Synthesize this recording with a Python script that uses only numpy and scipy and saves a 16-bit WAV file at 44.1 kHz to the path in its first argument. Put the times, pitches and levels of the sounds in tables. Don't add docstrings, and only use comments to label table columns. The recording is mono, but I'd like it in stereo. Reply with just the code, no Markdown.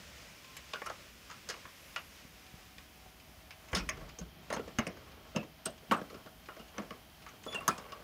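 import sys
import numpy as np
from scipy import signal
from scipy.fft import rfft, irfft, next_fast_len
from scipy.io import wavfile
from scipy.ndimage import uniform_filter1d, map_coordinates

SR = 44100
rng = np.random.default_rng(int(sys.argv[2]) if len(sys.argv) > 2 else 0)


def store_pcm(level_fs):
    pcm = np.round(np.clip(level_fs, -1, 1) * 32767).astype(np.int16)
    wavfile.write(sys.argv[1], SR, np.atleast_2d(pcm).T)


def ratio(d):
    e = np.asarray(d, float) / 20
    return 10 ** e


N = 354123
SPAN = 16384
TIME_S = np.arange(N) / SR
SHUT_S, SEATS_S = 2.2, 3.73
SPLIT_FROM_S, SPLIT_TO_S = 3.89, 5.69

# [t/s, level/dB]
AIR_LEVEL = [(0.0, -51.5), (0.29, -53.5), (0.89, -52.5), (1.3, -54), (1.92, -54), (3.29, -58.5),
             (3.73, -56.5), (3.91, -53), (4.11, -59), (4.79, -55), (5.68, -59), (6.06, -56.5),
             (6.37, -59.5), (7.47, -57), (7.7, -54), (8.03, -59.5)]
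# [f/Hz, level/dB]
OPEN_AIR = [(150, -40), (300, -15.5), (570, 1.5), (800, -4.5), (1100, -2), (1700, -1.5), (2400, 0.5),
            (3300, -2.5), (4200, -6.5), (5100, -4), (6500, -7.5), (7600, -11.5), (11000, -21), (16000, -55)]
# [f/Hz, level/dB]
SHUT_AIR = [(150, -52), (300, -32), (620, 1.5), (900, -2), (1700, -4.5), (2500, -4.5), (3300, -7.5),
            (4000, -8.5), (5300, -9.5), (6500, -13), (7600, -16.5), (16000, -41)]
# [f/Hz, level/dB]
RUMBLE_SPECTRUM = [(13, -61), (22, -23), (59, -3), (128, -12), (156, -8), (390, -17.5), (500, -21.5),
                   (650, -85), (1100, -120)]
# [f/Hz, level/dB]
HISS_SPECTRUM = [(2500, -43), (3500, -38), (5200, -28), (7400, -25), (9000, -11.5), (11000, -9.5),
                 (14000, -8), (15600, -8), (15900, -48), (17000, -92)]
# [start t/s, end t/s, f/Hz, wander f/Hz, level/dB]
HUM_TONES = [
    (0, 8.1, 59.5, 3, -73),
    (2.1, 8.1, 748, 3, -71),
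    (.4, .76, 1048, 4, -64),
]
# [f/Hz, width f/Hz, level/dB]
HALL_DRONES = [(640, 9.5, -70.5), (3140, 180, -70)]
# [f/Hz, t60/s]
HALL_DECAY = [(150, 0.35), (700, 0.26), (2000, 0.17), (5000, 0.14), (12000, 0.024)]
# [t/s, length/s, level/dB]
HAND_RUBS = [
    (1.473, 0.015, -56),
    (3.703, .03, -52),
    (3.934, 0.19, -58),
    (4.503, 0.11, -46.5),
    (4.954, 0.38, -61),
    (5.948, 0.077, -47.5),
    (6.07, 0.2, -62),
    (6.722, .14, -53),
    (7.44, 0.29, -52.5),
    (7.713, 0.34, -53),
]
# [t/s, peak level/dB, f/Hz, t60/s]
LEAF_THUDS = [(2.249, -34, 182, 0.021), (2.539, -31, 158, 0.023), (3.729, -25.5, 62.4, 0.085),
              (3.796, -33, 51, 0.35), (3.761, -27.5, 185, 0.14), (3.971, -44, 44.3, 0.74),
              (4.021, -43.5, 146, 0.12), (4.201, -42.5, 58, 0.46), (4.211, -34, 170, 0.12),
              (4.787, -18.5, 220, 0.075), (4.871, -23, 205, 0.051), (5.001, -53, 125, 0.23),
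              (5.356, -30, 211, 0.24), (5.921, -33, 228, 0.11), (6.786, -38, 210, 0.25),
              (7.692, -37, 229, 0.17)]
# [t/s, peak level/dB, f/Hz, t60/s]
PART_PINGS = [(.571, -42.5, 7630, 0.031), (.736, -38, 602, .04), (.742, -39, 1420, 0.2),
              (.819, -39, 566, 0.025), (.901, -30, 650, 0.03), (1.963, -33.5, 1420, 0.089),
              (2.782, -36, 2450, 0.02), (3.7495, -24, 5250, 0.04), (3.894, -23.5, 6400, 0.028),
              (4.187, -36, 6400, 0.052), (4.504, -27, 584, 0.023), (4.526, -23, 610, 0.025),
              (4.532, -40, 4270, 0.093), (4.538, -42, 6400, 0.064), (4.595, -27, 453, 0.045),
              (4.677, -32, 530, 0.029), (4.7862, -20.5, 6300, 0.032), (5.3615, -21.5, 6350, 0.012),
              (5.38, -41, 2680, 0.17), (5.657, -22, 8470, 0.027), (5.671, -60, 8400, 0.3),
              (5.681, -36.5, 602, 0.1), (5.898, -33, 201, 0.04), (5.965, -54, 8200, .07),
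              (6.7805, -26.5, 6150, 0.013), (7.609, -38.5, 1105, 0.15), (7.6792, -11.5, 6300, 0.011),
              (7.686, -23.5, 1330, 0.11), (7.709, -40.5, 2450, 0.17), (7.926, -40.5, 1136, 0.1)]
# [t/s, peak level/dB, f/Hz, t60/s]
LOOSE_CHINKS = [(.7355, -32, 3500, 0.023), (.8175, -33.5, 1770, .03), (.8185, -36, 840, .03),
                (.859, -40, 6380, .02), (.868, -41, 6380, .02), (.868, -44, 4590, .02),
                (.898, -43, 6400, .02), (.898, -41, 4600, .015), (.9, -37, 1273, 0.13),
                (3.731, -34, 2970, .03), (3.7495, -33, 9400, .03), (3.7505, -37, 6820, .03),
                (3.768, -40, 9200, .03), (3.806, -41, 2500, 0.1), (3.8895, -32, 9060, 0.016),
                (3.891, -30, 2300, .02), (3.891, -33, 1640, .04), (3.891, -33, 3280, 0.032),
                (3.893, -37, 5030, .04), (4.502, -42, 9300, .015), (4.5025, -43, 6400, 0.013),
                (4.503, -39, 3900, .015), (4.503, -35, 2010, .02), (4.507, -45, 6400, .02),
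                (4.526, -29, 1880, .025), (4.5275, -35, 6400, .02), (4.5275, -41, 9200, 0.023),
                (4.535, -31, 1890, .02), (4.537, -41, 9250, .02), (4.546, -39, 6400, 0.038),
                (4.564, -42, 6500, .015), (4.57, -41, 3180, .04), (4.594, -39, 1910, .02),
                (4.7855, -27, 3000, 0.033), (4.787, -29, 2200, 0.059), (4.787, -24, 1195, 0.045),
                (4.868, -39, 6400, .012), (4.868, -31, 2900, .02), (4.875, -39, 4750, .02),
                (4.873, -40, 8970, .02)]
# [t/s, peak level/dB, f/Hz, t60/s]
LATER_CHINKS = [(5.362, -22, 2760, 0.019), (5.367, -38, 5200, .02), (5.369, -41, 6230, 0.018),
                (5.372, -35, 2750, .04), (5.364, -31, 955, .05), (5.429, -42, 1040, .04),
                (5.654, -33, 7500, 0.014), (5.656, -35, 5430, .03), (5.657, -40, 12200, .015),
                (5.662, -33, 1353, 0.057), (5.703, -50, 8400, .05), (5.911, -28, 2680, .025),
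                (5.913, -28, 933, 0.15), (5.918, -28.5, 1325, 0.11), (5.937, -38, 2650, .08),
                (6.016, -29, 447, 0.017), (6.099, -47, 1900, .03), (6.099, -49, 4300, .03),
                (6.13, -36, 450, 0.023), (6.15, -39, 400, 0.028), (6.257, -44, 400, .03),
                (6.272, -44, 1340, 0.056), (6.488, -38.5, 1340, 0.044), (6.487, -37, 400, .015),
                (6.907, -33, 3030, .012), (6.79, -36, 1127, .05), (7.464, -31, 428, 0.029),
                (7.546, -27.5, 454, .02), (7.546, -33, 1810, 0.028), (7.545, -40, 7000, .015),
                (7.546, -43, 10700, .015), (7.605, -49, 10000, .02), (7.679, -25, 10240, 0.012),
                (7.68, -19, 1113, 0.054), (7.686, -29, 5150, 0.02), (7.686, -25, 6600, 0.024),
                (7.783, -44, 6400, .02)]
# [t/s, peak level/dB, f/Hz, t60/s]
FURTHER_CHINKS = [(7.679, -22, 7300, .008), (7.68, -24, 14500, .014), (7.69, -34, 400, .1),
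                  (5.915, -30, 630, .1), (5.665, -36, 400, .05), (5.354, -45, 2700, .04),
                  (5.447, -42, 300, .04), (4.789, -28, 614, .06), (4.564, -34, 600, .04),
                  (4.51, -37, 900, .07), (3.897, -32, 2500, .02), (3.754, -33, 3600, .09),
                  (2.782, -42, 3600, .015), (2.782, -45, 4500, .012), (.902, -38, 800, .07),
                  (5.916, -44, 12300, .06), (4.787, -26, 150, .06), (4.789, -29, 400, .05),
                  (4.792, -30, 1100, .05), (4.872, -32, 180, .12), (4.97, -44, 1200, .03),
                  (5.119, -50, 4300, .012), (.861, -36, 1270, .05), (.818, -35, 506, .025),
                  (.952, -48, 2600, .015), (.7355, -36, 2500, .02), (2.782, -42, 1900, .015),
                  (3.06, -50, 750, .1), (5.92, -28.5, 560, .1), (3.743, -30, 400, .03), (3.76, -34, 620, .08),
                  (4.536, -33, 950, .04), (4.566, -33, 950, .05), (1.298, -44, 1250, .05),
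                  (3.781, -41, 5400, .2), (7.583, -42, 655, .12), (7.468, -43, 650, .2),
                  (5.92, -26, 1190, .18)]
# [t/s, peak level/dB, lowest f/Hz, t60/s]
METAL_CRACKS = [(0.566, -42, 9150, 0.024), (.862, -44, 8000, 0.034), (1.491, -45, 4500, 0.068),
                (3.75, -50, 7500, 0.059), (3.889, -36.5, 7900, 0.02), (3.718, -52, 5000, .06),
                (4.528, -49, 7500, 0.068), (4.764, -53, 3000, 0.018), (4.564, -53, 6000, 0.025),
                (4.868, -45, 7260, 0.035), (4.992, -59, 3500, .01), (5.31, -59, 2500, .01),
                (5.448, -49, 2500, .015), (5.455, -58, 2500, .015), (5.657, -49, 7000, 0.03),
                (5.913, -44, 6100, 0.1), (6.475, -59, 2500, .015), (7.1, -46, 3000, 0.014),
                (7.19, -61, 3500, .015), (7.423, -55, 3480, .01), (7.433, -49, 5500, .03),
                (7.453, -47, 6000, 0.022), (7.544, -44, 6000, 0.066), (7.606, -53, 7500, .03),
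                (7.6785, -19, 8300, 0.015), (7.684, -50.5, 7000, 0.23), (7.778, -44, 5500, 0.034)]
# [peak t/s, f/Hz, peak level/dB, swell/s]
SPINDLE_SLIPS = [
    (7.49, 3440, -45.5, 0.016),
    (7.531, 3464, -45.5, .025),
    (7.553, 2830, -35, .007),
    (7.563, 2770, -34, .011),
    (7.581, 2730, -43, .006),
    (7.589, 2720, -39.5, 0.0061),
    (7.62, 2790, -55, 0.036),
]
# [f/Hz, width f/Hz, level/dB]
LEAF_MODES = [(170, 52, -4.5), (211, 34, 3), (340, 320, -12.5), (456, 73, 1.5), (530, 97, -3),
              (637, 24, 2.5), (413, 210, -10)]
# [f/Hz, width f/Hz, level/dB]
PLATE_MODES = [(934, 320, -8), (1105, 185, -1), (1105, 92, 5), (1330, 38, 3), (1435, 440, -7.5),
               (1784, 52, -8.5), (1238, 112, -21)]
# [f/Hz, width f/Hz, level/dB]
LATCH_MODES = [(1740, 880, 3), (2170, 660, 10.5), (2500, 520, 6.5), (2865, 27, 14), (2940, 680, -7),
               (3630, 270, -23), (2830, 490, 4.5)]
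# [f/Hz, width f/Hz, level/dB]
KNOB_MODES = [(4470, 120, -20), (5180, 930, 15), (5580, 330, 11), (6400, 990, 8.5), (7000, 260, 11),
              (5040, 5300, -2)]
# [t/s, plate level/dB, leaf, latch, knob level/dB re plate]
SWING_SNAPS = [
    (0.735, -39, -8, 0, -8.5),
    (0.818, -44, -7, -1, -18),
    (0.899, -44, -4, -5, -16),
    (1.3, -49, -21, -4, -6),
    (1.312, -52, -13, 0, 1.5),
    (1.489, -44.5, 0.5, -19, 5.5),
    (1.54, -50, -15, -2, -17),
    (1.653, -48, -11, -6, -25),
    (1.961, -40.5, -12.5, 5, -5),
]
# [t/s, plate level/dB, leaf, latch, knob level/dB re plate]
LOCK_SNAPS = [(3.89, -42.5, -2.5, 10, 1.5), (4.526, -39.5, -20, -12, -8), (4.537, -40, 0.5, -8, -9),
              (4.564, -48.5, 11, 0, -6), (4.786, -33, -4, 0, -12), (4.867, -46.5, 9, 6.5, 0),
              (5.348, -55, 15, -14, -24), (5.36, -43.5, 12, -5, -4), (5.371, -45, -4, -10, -12),
              (5.912, -27.5, -3, -5, -29), (6.015, -48.5, 4.5, -21, -14), (6.262, -51.5, 0.5, -3, -13),
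              (6.487, -44, -5.5, -6, -26), (6.782, -39.5, 2.5, -3.5, -16), (6.907, -46, -0.5, -2.5, -9),
              (7.264, -47.5, -16, -3, -13), (7.464, -47.5, 4.5, -16, -11), (7.6795, -27.5, -7.5, -11, -10),
              (7.78, -44.5, -3, -8, -9), (7.921, -47, -3, -2, -6)]
# [t/s, plate level/dB, leaf, latch, knob level/dB re plate]
LONG_SCRAPES = [(0.861, -40, -7, -7.5, -12), (1.498, -45.5, -18, 2.5, 5.5), (3.73, -38.5, 0, 0, -11),
                (3.749, -41.5, -8, 5.5, 7), (3.769, -40, -1.5, 1, -1.5), (3.792, -52, -3, 5, -3),
                (4.186, -56, 6, -1, 2), (4.502, -42.5, -3, -3, -17), (4.593, -53.5, 10, -2, -14),
                (5.657, -45, 5.5, 0, 0.5), (5.917, -30.5, -12, -12, -28), (7.525, -50, -3, -1, -4),
                (7.546, -46.5, 1.5, 2, -20), (7.606, -53, 2, -1, -25)]
# [t/s, plate level/dB]
HAND_BUMPS = [(2.249, -75), (2.538, -68), (3.056, -68), (3.97, -56.5), (4.01, -56.5), (4.213, -57),
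              (4.678, -54.5), (4.97, -58), (5.709, -69), (5.824, -67), (6.101, -54.5), (6.142, -54),
              (6.565, -54.5), (6.594, -54), (6.746, -68), (6.819, -55), (7.332, -65), (8, -62)]
# [t/s, plate level/dB]
LATCH_TICKS = [(0.159, -75), (0.445, -64), (0.567, -56), (2.465, -67), (2.7815, -63), (3.199, -69),
               (3.507, -57.5), (3.686, -65), (4.091, -62), (5.118, -72), (5.431, -67), (5.779, -69),
               (6.459, -67), (6.683, -69), (7.221, -68), (7.288, -62.5), (7.438, -62.5), (7.895, -67)]


def unit(x):
    return x / np.sqrt(np.mean(x ** 2) + 1e-20)


def along(points, f_hz):
    point_hz, value = np.transpose(points)
    return np.interp(np.log(f_hz + 1), np.log(point_hz + 1), value)


def wobble(rate_hz):
    knots = rng.standard_normal(int(N * 40 / SR))[:int(N * rate_hz / SR) + 4]
    return map_coordinates(knots, [np.arange(N) * rate_hz / SR])


def noise(gain):
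    m = next_fast_len(N)
    spectrum = rfft(rng.standard_normal(m)) * gain(np.fft.rfftfreq(m, 1 / SR))
    return unit(irfft(spectrum, m)[:N])


def add(track, t_s, sound):
    part = track[round(t_s * SR):][:len(sound)]
    part += sound[:len(part)]


def blur(spectrum, size):
    power = uniform_filter1d(np.abs(spectrum) ** 2, size=size)
    return np.sqrt(np.abs(power) + 1e-20)


def responses(modes):
    f = np.fft.rfftfreq(SPAN, 1 / SR)
    soft = 1 / (1 + 1j * f / (1.72 * max(modes)[0])) ** 3
    rows = []
    for k, (mode_hz, width_hz, db) in enumerate(modes):
        damping = 1j * f * width_hz
        resonance = damping / (mode_hz * mode_hz - f * f + damping)
        rows.append((-1) ** k * ratio(db) * soft * resonance)
    return np.array(rows)


def night_air(air_db, shut):
    free = noise(lambda f: ratio(along(OPEN_AIR, f)))
    muffled = noise(lambda f: ratio(along(SHUT_AIR, f)))
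    gust_db = 0.8 * wobble(9.6)
    return ratio(air_db - 2.5 + gust_db) * (np.sqrt(1 - shut) * free + np.sqrt(shut) * muffled)


def rumble(air_db, shut):
    follow, air_mean_db, shudder_db, shudder_s = 0.58, -57.5, 9.5, 0.57
    since_s = TIME_S - SEATS_S
    level_db = -63.5 + follow * shut * (air_db - air_mean_db)
    level_db += shudder_db * (since_s > 0) * np.exp(-np.abs(since_s) / shudder_s)
    return ratio(level_db + 3.0 + 0.77 * wobble(3.98)) * noise(lambda f: ratio(along(RUMBLE_SPECTRUM, f)))


def microphone_hiss():
    ducked = np.clip(np.minimum(TIME_S - SPLIT_FROM_S, SPLIT_TO_S + .2 - TIME_S) / .1, 0, 1)
    return ratio(-68 - 1.5 * ducked) * noise(lambda f: ratio(along(HISS_SPECTRUM, f)))


def hums(shut):
    out = np.zeros(N)
    for start_s, end_s, f_hz, wander_hz, db in HUM_TONES:
        fade = np.clip(np.minimum(TIME_S - start_s, end_s - TIME_S) / .1, 0, 1)
        level = ratio(db + 2.2 * wobble(9)) * fade
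        phase = np.cumsum(2 * np.pi * (f_hz + wander_hz * wobble(25)) / SR)
        out += level * np.sin(phase)
    for f_hz, width_hz, db in HALL_DRONES:
        out += ratio(db) * shut * noise(lambda f: 1 / (1 + ((f - f_hz) / width_hz) ** 2))
    return out


def background():
    air_db = np.interp(TIME_S, *np.transpose(AIR_LEVEL))
    shut = np.clip((TIME_S - SHUT_S) / 2.0, 0, 1)
    return night_air(air_db, shut) + rumble(air_db, shut) + microphone_hiss() + hums(shut)


def sweep():
    swell = np.exp(-((TIME_S - 1.92) / 0.25) ** 2)
    return ratio(-67.0) * swell * noise(lambda f: 1 / (1 + ((f - 11500) / 2600) ** 4))


def rubbing():
    grains_per_s, spread_db = 900, 3.5
    level = np.zeros(N)
    for t_s, length_s, db in HAND_RUBS:
        level += ratio(db) * np.sin(np.pi * np.clip((TIME_S - t_s) / length_s, 0, 1)) ** 0.66
    hits = rng.random(N) < grains_per_s / SR
    slips = hits * rng.standard_normal(N) * ratio(spread_db * rng.standard_normal(N))
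    answer = responses(PLATE_MODES).sum(axis=0)
    answer = answer + ratio(4.5) * responses(LEAF_MODES[3:]).sum(axis=0)
    answer = answer + ratio(-19.5) * responses(LATCH_MODES).sum(axis=0)
    body = irfft(answer)[:SPAN // 4]
    return signal.fftconvolve(level * unit(slips), body / np.linalg.norm(body))[:N]


def ringing(table, rise_s, drift, flutter_db, stutter_db=0, size=SPAN):
    track, t = np.zeros(N), np.arange(size) / SR
    for t_s, db, f_hz, t60_s in table:
        chance = rng.standard_normal(size)
        phase = 2 * np.pi * f_hz * t + drift * np.sqrt(f_hz) * np.cumsum(chance)
        loose = unit(uniform_filter1d(uniform_filter1d(chance[::-1], size=130), size=130))
        loose = loose * np.clip(t / .01, 0, 1)
        level = ratio(db - 60 * t / t60_s + stutter_db * loose)
        envelope = (1 - np.exp(-t / rise_s)) * (1 - t / t[-1])
        add(track, t_s, level * envelope * np.sin(phase))
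    return track * ratio(flutter_db * wobble(38))


def thuds():
    return ringing(LEAF_THUDS, rise_s=.003, drift=.0015, flutter_db=1.5)


def pings():
    return ringing(PART_PINGS, rise_s=.0012, drift=.0019, flutter_db=1.5, stutter_db=4)


def chinks():
    table = LOOSE_CHINKS + LATER_CHINKS + FURTHER_CHINKS
    return ringing(table, rise_s=.0008, drift=.0025, flutter_db=0, stutter_db=3, size=SPAN // 4)


def cracks():
    track, t = np.zeros(N), np.arange(SPAN // 2) / SR
    for t_s, db, low_hz, t60_s in METAL_CRACKS:
        high_hz = min(1.5 * low_hz, 16000)
        band = signal.butter(2, [low_hz, high_hz], "band", fs=SR, output="sos")
        burst = unit(signal.sosfilt(band, rng.standard_normal(len(t))))
        add(track, t_s, ratio(db - 60 * t / t60_s) * (1 - np.exp(-t / 0.0021)) * burst)
    return track


def squeak():
    grip_from_s, grip_to_s = 7.468, 7.592
    swell_db, sag = 13, 0.016
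    second_db, third_db = -64, -66
    trail_db, trail_t60_s = -60, .3
    peak_s, slip_hz, slip_db, swell_s = np.transpose(SPINDLE_SLIPS)[:, :, None]
    t = np.arange(round(.3 * SR)) / SR + grip_from_s - .02
    u = (t - peak_s) / swell_s
    level_db = slip_db - swell_db * np.abs(u) ** 1.32
    slip = level_db.argmax(axis=0)
    now = slip, np.arange(len(t))
    grit = rng.standard_normal(len(t))
    pitch_hz = (slip_hz * (1 - sag * np.clip(u, 0, 1)))[now]
    phase = np.cumsum(2 * np.pi * pitch_hz / SR + .02 * grit)
    flutter_db = unit(uniform_filter1d(uniform_filter1d(grit, size=200), size=200))
    grip = ratio(4 * flutter_db) * np.clip(np.minimum(t - grip_from_s, grip_to_s - t) / .008, 0, 1)
    tone = ratio(level_db[now] - 2 * flutter_db) * np.sin(phase)
    tone += grip * ratio(second_db) * (slip < 2) * np.sin(2 * phase)
    tone += grip * ratio(third_db) * np.sin(3 * phase)
    trail = ratio(trail_db - 60 * np.abs(t - peak_s[1]) / trail_t60_s + 3 * flutter_db)
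    trail_phase = 2 * np.pi * slip_hz[1] * t + 0.029 * np.cumsum(grit)
    tone += (u[1] > 0) * trail * np.sin(trail_phase)
    track = np.zeros(N)
    add(track, t[0], np.sqrt(2) * tone)
    return track


def hall():
    f_hz, t, z = signal.stft(rng.standard_normal(SPAN), SR, nperseg=256)
    decay_db = -60 * t / along(HALL_DECAY, f_hz)[:, None]
    tail = signal.istft(z * ratio(decay_db), SR, nperseg=256)[1][:SPAN]
    return np.roll(tail, 150) / np.linalg.norm(tail)


def contacts():
    snaps = [(*row, 3.52) for row in SWING_SNAPS + LOCK_SNAPS]
    scrapes = [(*row, 9) for row in LONG_SCRAPES]
    bumps = [(*row, 6, -3, -7.5, 7.5) for row in HAND_BUMPS]
    ticks = [(*row, -17, 9, 4.5, 5.5) for row in LATCH_TICKS]
    return snaps + scrapes + bumps + ticks


def chatter(length_s):
    t = np.arange(SPAN) / SR
    grit = rng.standard_normal(SPAN) * np.exp(0.66 * rng.standard_normal(SPAN))
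    force = rfft(grit * np.exp(-t / length_s) * (1 - np.exp(-t / (0.12 * length_s))))
    return force / blur(force, size=160)


def struck(part, force, scatter_db):
    mode_gains = ratio(scatter_db * rng.standard_normal(len(part)))
    sound = irfft(force * (mode_gains @ part))
    return sound / np.sqrt(uniform_filter1d(sound[:SPAN // 4] ** 2, size=176).max())


def hardware():
    track, t, f = np.zeros(N), np.arange(SPAN) / SR, np.fft.rfftfreq(SPAN, 1 / SR)
    plate, leaf = responses(PLATE_MODES), responses(LEAF_MODES)
    latch, knob = responses(LATCH_MODES), responses(KNOB_MODES)
    thin = (1j * f / (1j * f + 300)) ** 4
    for t_s, plate_db, leaf_db, latch_db, knob_db, chatter_ms in contacts():
        force = chatter(chatter_ms / 1000) * (thin if t_s < SHUT_S else 1)
        direct = struck(plate, force, scatter_db=2.5)
        direct = direct + ratio(leaf_db) * struck(leaf, force, scatter_db=2.5)
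        direct = direct + ratio(latch_db) * struck(latch, force, scatter_db=3.5)
        direct = direct + ratio(knob_db) * struck(knob, force, scatter_db=6)
        colour = blur(rfft(direct), size=90) * f ** 2 / (f ** 2 + 110 ** 2)
        wet = irfft(colour * rfft(hall(), SPAN)) * (1 - np.exp(-t / 0.0055))
        sound = ratio(plate_db) * (direct + ratio(-4.5) * wet)
        add(track, t_s - .0008, sound[:-SPAN // 8])
    return track


def scene():
    ringing_parts = pings() + thuds()
    mono = hardware() + ringing_parts + squeak() + cracks() + sweep() + background() + rubbing() + chinks()
    return np.array([mono, mono])


def patchy(x):
    f_hz, t, z = signal.stft(x, SR, nperseg=512)
    field = uniform_filter1d(rng.standard_normal(z.shape[1:]), size=14, axis=0)
    field = unit(uniform_filter1d(field, size=22, axis=1))
    treble = np.exp(-((f_hz - 8300) / 2200) ** 2)
    active = np.outer(treble, (t > SPLIT_FROM_S) & (t < SPLIT_TO_S))
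    quiet = np.abs(z) < 2 * np.median(np.abs(z), axis=-1, keepdims=True)
    cut_db = -3 * np.clip(field + .5, 0, 2) * active * quiet
    return signal.istft(z * ratio(cut_db), SR, nperseg=512)[1][:, :N]


def channel_difference(mono):
    treble = signal.butter(10, 4600, "high", fs=SR, output="sos")
    smear = unit(uniform_filter1d(rng.standard_normal(N), size=24))
    side = signal.sosfilt(treble, signal.sosfilt(treble, mono) * smear)
    return side * ((TIME_S > SPLIT_FROM_S) & (TIME_S < SPLIT_TO_S))


def low_pass(x):
    return signal.sosfilt(signal.butter(12, 17150, fs=SR, output="sos"), x)


def record(dry):
    side = channel_difference(dry[0])
    low_cut = signal.butter(4, 38, "high", fs=SR, output="sos")
    high_cut = signal.ellip(10, .1, 26, 15850, fs=SR, output="sos")
    stereo = patchy(dry) + ratio(-12) * np.array([side, -side])
    mix = signal.sosfilt(np.vstack([low_cut, high_cut]), stereo)
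    return low_pass(mix)


dry = scene()
out = record(dry)
store_pcm(out)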